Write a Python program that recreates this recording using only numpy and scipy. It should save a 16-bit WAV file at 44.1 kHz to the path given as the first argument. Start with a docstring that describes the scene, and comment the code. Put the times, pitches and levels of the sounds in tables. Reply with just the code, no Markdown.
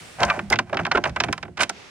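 """Outdoors, close to a wooden door: a steel slide bolt is worked back by hand.
The bolt knocks and chatters in its housing and scrapes in tiny slips between knocks. It squeaks
and groans where it binds, pings where it strikes. Knocks and scrape ring the bolt and its board.
The door rumbles under the tugging hand and thuds in its frame. Faint hiss behind."""
import sys
import numpy as np
from scipy import signal
from scipy.io import wavfile

SR = 44100
rng = np.random.default_rng(int(sys.argv[2]) if len(sys.argv) > 2 else 0)


def wrap_up_sound(samples):
    """Save the sound to the file named by the first command line argument, as 16-bit audio."""
    columns = np.atleast_2d(samples).T
    # keep every value between -1 and 1, then stretch to whole-number steps
    tamed = np.clip(columns, -1, 1)
    steps = np.round(tamed * 32767).astype(np.int16)
    wavfile.write(sys.argv[1], SR, steps)


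N = 83790
TIME_S = np.arange(N) / SR

# bolt strikes housing: start_s, contact_s, wood_db, clack_db, steel_db, tick_db, top_db
KNOCKS = [(0.2036, 0.0015, -23.5, -26.5, -34, -32, -44), (0.212, 0.024, -29.5, -13, -75, -41, -62),
          (0.2319, 0.0024, -33.5, -13.5, -19, -20, -48), (0.249, 0.0027, -57, -30, -48, -26.5, -37),
          (0.282, 0.011, -50, -26, -36, -57, -64), (0.2988, 0.006, -36.5, -16, -18.5, -35.5, -61),
          (0.375, 0.0021, -25.5, -39, -76, -59, -63), (0.3912, 0.003, -39, -22.5, -27, -49, -47),
          (0.5016, 0.00053, -20.5, -34, -33, -29, -32), (0.519, 0.004, -26.5, -13.5, -40, -39, -42),
          (0.5249, 0.0013, -50, -15.5, -18.5, -22.5, -45), (0.537, 0.003, -30.5, -20.5, -26, -35, -55),
          (0.557, 0.0017, -27, -33.5, -25, -36.5, -70), (0.588, 0.0031, -31, -14, -18.5, -26.5, -39.5),
          (0.695, 0.0018, -39.5, -37, -44.5, -63, -54), (0.729, 0.0017, -24.5, -20, -31.5, -48, -57),
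          (0.7432, 0.002, -25, -27.5, -34, -40.5, -70), (0.751, 0.0019, -29, -28.5, -60, -61, -72),
          (0.7699, 0.002, -31, -22.5, -21, -35.5, -57), (0.79, 0.004, -27, -22, -27, -55, -64),
          (0.798, 0.0019, -35, -21, -42, -46, -54), (0.833, 0.0017, -34, -60, -46, -53, -65),
          (0.8508, 0.001, -41, -20.5, -23, -35.5, -60), (0.865, 0.001, -29, -23, -30, -38.5, -53),
          (0.914, 0.0061, -32.5, -14.5, -21.5, -29, -67), (0.95, 0.01, -18, -22, -24, -42.5, -49),
          (0.968, 0.011, -20.5, -16, -27.5, -41.5, -52), (1.0389, 0.0023, -31, -21, -22, -29.5, -46.5),
          (1.054, 0.0023, -25.5, -19.5, -23.5, -46, -49), (1.075, 0.006, -34.5, -30, -65, -43, -66),
          (1.094, 0.0023, -34.5, -40, -38.5, -45, -52), (1.1603, 0.005, -32, -21, -27, -41.5, -45.5),
          (1.201, 0.0041, -26, -17, -18, -21, -57), (1.2364, 0.002, -25, -23.5, -20.5, -30, -52),
          (1.243, 0.0025, -43, -48, -51, -39, -40.5), (1.284, 0.0029, -23, -28.5, -32.5, -53, -67),
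          (1.3263, 0.0021, -44, -20, -23.5, -27.5, -30.5), (1.378, 0.0017, -44, -32.5, -36.5, -43, -52),
          (1.4275, 0.0037, -35.5, -30.5, -32, -41.5, -61), (1.451, 0.0027, -37.5, -41.5, -46.5, -74.5, -56),
          (1.479, 0.0037, -34, -43.5, -55, -74, -66), (1.57, 0.01, -39, -32.5, -34.5, -42, -52.5),
          (1.587, 0.017, -28, -27, -30, -43, -48), (1.604, 0.0084, -35, -21, -18, -28, -27),
          (1.612, 0.014, -34, -21.5, -33.5, -28.5, -24.5), (1.631, 0.0048, -39, -27, -19, -24.5, -25),
          (1.693, 0.0054, -35, -24, -31.5, -27.5, -29.5)]
# bands of those five levels: low_hz, high_hz
KNOCK_BANDS = [(200, 650), (650, 1800), (1800, 4000), (4000, 8000), (8000, 16000)]
# fine colour of all knocks: freq_hz, gain_db
KNOCK_COLOUR = [(200, -8), (280, -8.5), (380, -5), (480, -8.5), (700, 0.5), (1000, -4.5), (1450, 1),
                (1900, -2.5), (2500, 2), (3500, -3.5), (5200, 0.5), (7000, -0.5), (9500, -4), (12500, -10),
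                (16000, -21.5)]
# knock decay: freq_hz, t60_s
KNOCK_RING = [(200, 0.25), (400, 0.097), (1000, 0.038), (2700, 0.026), (7000, 0.017), (15000, 0.0067)]
# sliding friction: time_s, level_db
SCRAPE_LEVEL = [(.16, -62), (.195, -30), (.22, -19), (.27, -28.5), (.32, -29), (.37, -30.5), (.42, -44),
                (.5, -54.5), (.507, -20.5), (.56, -45), (.65, -53), (.71, -47), (.75, -51), (.81, -32),
                (.9, -59), (.94, -31), (.98, -40), (1.03, -44.5), (1.07, -26), (1.12, -57), (1.158, -50),
                (1.19, -42.5), (1.3, -39.5), (1.36, -52), (1.47, -57.5), (1.55, -67.5), (1.62, -22.5),
                (1.68, -57), (1.75, -65)]
# friction spectrum: freq_hz, density_db
SCRAPE_SPECTRUM = [(200, -25), (450, -8.5), (720, 6), (1000, -7), (1500, -7.5), (2400, -9), (3500, -29),
                   (6000, -24), (10000, -35), (16000, -43)]
# squeaks, groans and metallic pings of the bolt: start_s, length_s, pitch_hz, level_db, octave_db
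BOLT_TONES = [(0.231, 0.0048, 3250, -15.5, -25), (0.299, 0.022, 1219, -22.5, -2),
              (0.5004, .001, 5050, -20, -17), (0.528, 0.0066, 2124, -7.5, -22),
              (0.727, 0.0072, 630, -19.5, -18), (0.912, 0.0053, 1531, -17.5, -24),
              (0.916, .004, 4400, -20.5, -30), (.949, 0.0093, 412.8, -16.5, -23),
              (0.9493, 0.0077, 1417, -12.5, -18), (1.039, 0.0055, 1583, -15, -13),
              (1.328, .003, 5400, -22.5, -22)]
# resonances of bolt and its board: freq_hz, gain_db, t60_s
BOLT_MODES = [(356.5, 4.5, 0.27), (392.6, -1, .2), (586, -8.5, .09), (695, -3.5, 0.072), (777, -7.5, 0.089),
              (819, -9, .11), (1027, -1, 0.032), (1344, -7, 0.12), (1532, 1, 0.023), (2027, -3.5, 0.048),
              (2320, -11.5, 0.03), (2440, -22, 0.024), (3110, -5.5, 0.12), (3757, -3, 0.018),
              (4390, -12.5, .03), (5110, -6.5, 0.02), (6070, -4.5, 0.03), (7700, -4.5, .02),
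              (9260, 1, .012)]
# bolt position: time_s, left_minus_right_db
BOLT_PAN = [(.25, -1), (.52, -3), (.98, -2.5), (1.25, -3.5), (1.62, -4.4)]
# sway of the whole door: freq_hz, gain_db, t60_s
DOOR_MODES = [(112, -1, 0.24), (166, -4, 0.14)]
# door rumble: time_s, level_db
RUMBLE_LEVEL = [(0, -35), (.06, -57.5), (.17, -53), (.205, -33), (.27, -30.5), (.34, -39.5), (.47, -40.5),
                (.55, -30), (.68, -46), (.82, -31), (.9, -42), (.97, -41), (1.03, -38), (1.1, -36),
                (1.19, -38.5), (1.3, -29.5), (1.37, -49.5), (1.46, -39.5), (1.55, -48.5), (1.62, -36.5),
                (1.74, -64), (1.9, -82)]
# board spectrum: freq_hz, density_db
RUMBLE_SPECTRUM = [(25, -24), (42, -22), (62, -2), (85, 2), (115, -2.5), (170, -1), (250, -10),
                   (380, -32.5), (600, -18), (1200, -47)]
# door shifts in frame: start_s, pitch_hz, level_db
THUDS = [(.255, 114.6, -29), (.425, 203, -25.5), (0.501, 70.5, -33), (0.544, 110, -33), (0.816, 165, -27.5),
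         (.95, 65.5, -26), (1.078, 126, -27.5), (1.113, 71, -27.5), (1.236, 65.6, -38), (1.279, 300, -27.5)]
# background hiss: time_s, level_db
HISS_LEVEL = [(0, -43), (.17, -46), (.38, -50), (.5, -55), (.62, -68), (.68, -58.5), (1.1, -55.5),
              (1.36, -56.5), (1.5, -65), (1.56, -66.5), (1.68, -52.5), (1.77, -44), (1.9, -46)]
# hiss spectrum: freq_hz, density_db
HISS_SPECTRUM = [(100, 2.5), (400, 4.5), (900, 0.5), (1600, 1.5), (2400, 3), (3600, -3.5), (6000, -5),
                 (9000, -26.5), (12000, -29), (16000, -43)]
# treble hiss: time_s, level_db
AIR_LEVEL = [(0, -50), (.35, -58), (.6, -70), (.9, -72), (1.3, -67), (1.55, -74.5), (1.8, -63)]
# treble hiss spectrum: freq_hz, density_db
AIR_SPECTRUM = [(3000, -24.5), (6000, -9), (9000, 7.5), (11000, -8), (15000, -3), (17000, -19)]
# left-right likeness of bolt and door: freq_hz, correlation
LIKENESS = [(60, 0.88), (250, 0.91), (1000, 0.79), (2500, 1), (6000, 0.5), (14000, 0.17)]


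def knocks():
    """Gritty chatter while the metal touches, then a dense ring that dies fastest in the treble."""
    typical_contact_s, typical_rise_s = 0.0036, 0.00039
    grit, contact_fade_db = 0.83, -1.5
    tail_db, tail_t60_s = -24.5, 0.135
    soft_db_per_doubling, soft_knee_hz = 5.5, 9160
    rows, size = np.array(KNOCKS), SR // 6
    t = np.arange(size) / SR
    contact_s = rows[:, 1, None, None]
    after_s = np.maximum(t - contact_s, 0)
    chatter = rng.standard_normal((len(rows), 2, size))  # knock, mid/side, sample
    chatter *= np.abs(chatter) ** grit
    # longer contact: slower rise, duller top
    rise_s = typical_rise_s * (contact_s / typical_contact_s) ** 2 + 1 / SR
    doublings = np.log2(contact_s.ravel() / typical_contact_s)
    chatter *= np.minimum(t / rise_s, 1) * from_db(contact_fade_db * np.minimum(t / contact_s, 1))
    head = t < contact_s + .006  # span that sets the level
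    low_hz, high_hz = np.transpose(KNOCK_BANDS)
    centres_hz = np.sqrt(low_hz * high_hz)
    density_db = rows[:, 2:] - 10 * np.log10(high_hz - low_hz)
    hits = 0
    for k, (hz, width_hz, sos) in enumerate(third_octaves(low_hz=170)):
        decay = from_db(-60 * after_s / at_hz(KNOCK_RING, hz))
        tail = from_db(tail_db - 60 * after_s / tail_t60_s)
        ring = signal.sosfilt(sos, chatter * (decay + tail))
        aligned = np.roll(ring, -int(SR / width_hz / 2), axis=2)  # minus filter delay
        head_power = (aligned ** 2 * head).sum(2, keepdims=True) / head.sum(2, keepdims=True)
        band_db = np.array([np.interp(np.log(hz), np.log(centres_hz), db) for db in density_db])
        band_db += at_hz(KNOCK_COLOUR, hz)
        band_db -= soft_db_per_doubling * doublings * np.clip(2 * np.log2(hz / soft_knee_hz), 0, 1)
        ring *= from_db(band_db)[:, None, None] * np.sqrt(width_hz / head_power)
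        hits = hits + (-1) ** k * stereo(ring[:, :1], ring[:, 1:], at_hz(LIKENESS, hz))
    out = np.zeros((2, N + size))
    for start, hit in zip((rows[:, 0] * SR).astype(int), hits):
        out[:, start:start + size] += hit
    return out[:, :N]


def scrape(slips_per_s=7000, spread_db=4):
    """Dense tiny slips of the bolt along its guides."""
    slips = rng.random(N) < slips_per_s / SR
    strength = from_db(spread_db * np.minimum(rng.exponential(1, N), 4))
    friction = slips * strength * rng.standard_normal((2, N))
    return envelope(SCRAPE_LEVEL) * coloured(friction, SCRAPE_SPECTRUM, LIKENESS)


def bolt_tones(sag=0.044, rise_s=0.00079, release_s=.0016):
    """Short tones: squeaks and groans where the bolt binds, high metallic pings where it strikes."""
    out = np.zeros(N)
    for start_s, length_s, pitch_hz, level_db, octave_db in BOLT_TONES:
        t = np.maximum(TIME_S - start_s, 0)
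        glide_hz = pitch_hz * (1 - sag * np.minimum(t / length_s, 1))
        phase = 2 * np.pi * np.cumsum(glide_hz) / SR + rng.uniform(0, 2 * np.pi)
        swell = np.minimum(t / rise_s, 1) * np.exp(-np.maximum(t - length_s, 0) / release_s)
        out += from_db(level_db) * swell * (np.sin(phase) + from_db(octave_db) * np.sin(2 * phase))
    return out


def resonate(drive, modes, trim_db=-3):
    """Bolt or door rings at its resonances, added to the direct sound."""
    out = drive.copy()
    for hz, gain_db, t60_s in modes:
        radius = from_db(-60 / (t60_s * SR))
        zeros = np.array([1, 0, -1]) * (1 - radius ** 2) / 2
        poles = [1, -2 * radius * np.cos(2 * np.pi * hz / SR), radius ** 2]
        out += from_db(gain_db) * signal.lfilter(zeros, poles, drive + 1e-18)
    return from_db(trim_db) * out


def rumble():
    """The boards rumble as the hand tugs at the bolt."""
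    return shaped_noise(RUMBLE_LEVEL, RUMBLE_SPECTRUM, LIKENESS)


def thuds(rise_s=0.0083, t60_s=0.18):
    """Each shift of the door swings one low board resonance."""
    out = np.zeros(N)
    for start_s, pitch_hz, level_db in THUDS:
        t = np.maximum(TIME_S - start_s, 0)
        swing = np.minimum(t / rise_s, 1) * from_db(level_db - 60 * t / t60_s)
        out += swing * np.sin(2 * np.pi * pitch_hz * t)
    return out


def hiss(correlation=0.18):
    """Faint wide hiss with an airy top, lower while the bolt moves."""
    flat = [(1000, correlation)]
    return shaped_noise(HISS_LEVEL, HISS_SPECTRUM, flat) + shaped_noise(AIR_LEVEL, AIR_SPECTRUM, flat)


def from_db(db):
    """Decibels to gain."""
    return 10 ** (np.asarray(db) / 20)


def at_hz(points, hz):
    """Table value on a log-frequency axis."""
    freq_hz, value = np.transpose(points)
    return np.interp(np.log(hz), np.log(freq_hz), value)


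def envelope(curve):
    """Gain over time from a dB curve."""
    return from_db(np.interp(TIME_S, *np.transpose(curve)))


def third_octaves(low_hz):
    """Filter bank from low_hz up: centre_hz, width_hz, sos."""
    edges_hz = 22 * 2 ** (np.arange(30) / 3)
    return [(np.sqrt(a * b), b - a, signal.butter(2, [a, b], "band", fs=SR, output="sos"))
            for a, b in zip(edges_hz, edges_hz[1:]) if a >= low_hz]


def stereo(mid, side, correlation):
    """Mid and side to left and right at a given correlation."""
    signed_side = side * np.array([[1], [-1]])
    return (np.sqrt(1 + correlation) * mid + np.sqrt(1 - correlation) * signed_side) / np.sqrt(2)


def pan(x, db):
    """Left exceeds right by db."""
    return x * from_db([[db / 2], [-db / 2]])


def coloured(mid_side, spectrum, likeness):
    """Mid and side shaped band by band into stereo, rms 1."""
    out = 0
    for k, (hz, _, sos) in enumerate(third_octaves(low_hz=0)):
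        if hz < spectrum[-1][0] * np.sqrt(2):
            band = stereo(*signal.sosfilt(sos, mid_side), at_hz(likeness, hz))
            out = out + (-1) ** k * from_db(at_hz(spectrum, hz)) * band
    return out / np.sqrt(np.mean(out ** 2) + 1e-20)


def shaped_noise(curve, spectrum, likeness):
    """Coloured stereo noise following a dB curve."""
    return envelope(curve) * coloured(rng.standard_normal((2, N)), spectrum, likeness)


def scene(left_lag_s=.000062):
    """Bolt, door, hiss. The bolt sits slightly right: later and softer on the left."""
    left, right = resonate(knocks() + scrape(), BOLT_MODES) + bolt_tones()
    late_left = np.interp(TIME_S - left_lag_s, TIME_S, left)
    lean = np.sqrt(envelope(BOLT_PAN))
    bolt = np.array([late_left * lean, right / lean])
    door = resonate(rumble(), DOOR_MODES) + thuds()
    return bolt + pan(door, db=-1.5) + pan(hiss(), db=-2)


def record(dry):
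    """Microphone: bass cut, treble shelf, rounded peaks, top cut."""
    bass_cut_hz, top_cut_hz = 21, 16200
    shelf_hz, shelf_db, ceiling = 10280, -9, 0.74
    thinned = signal.sosfilt(signal.butter(2, bass_cut_hz, "high", fs=SR, output="sos"), dry)
    below_shelf = signal.sosfiltfilt(signal.butter(6, shelf_hz, fs=SR, output="sos"), thinned)
    shelved = below_shelf + from_db(shelf_db) * (thinned - below_shelf)
    rounded = ceiling * np.tanh(shelved / ceiling)
    return signal.sosfilt(signal.ellip(10, .1, 80, top_cut_hz, fs=SR, output="sos"), rounded)


dry = scene()
out = record(dry)
wrap_up_sound(out)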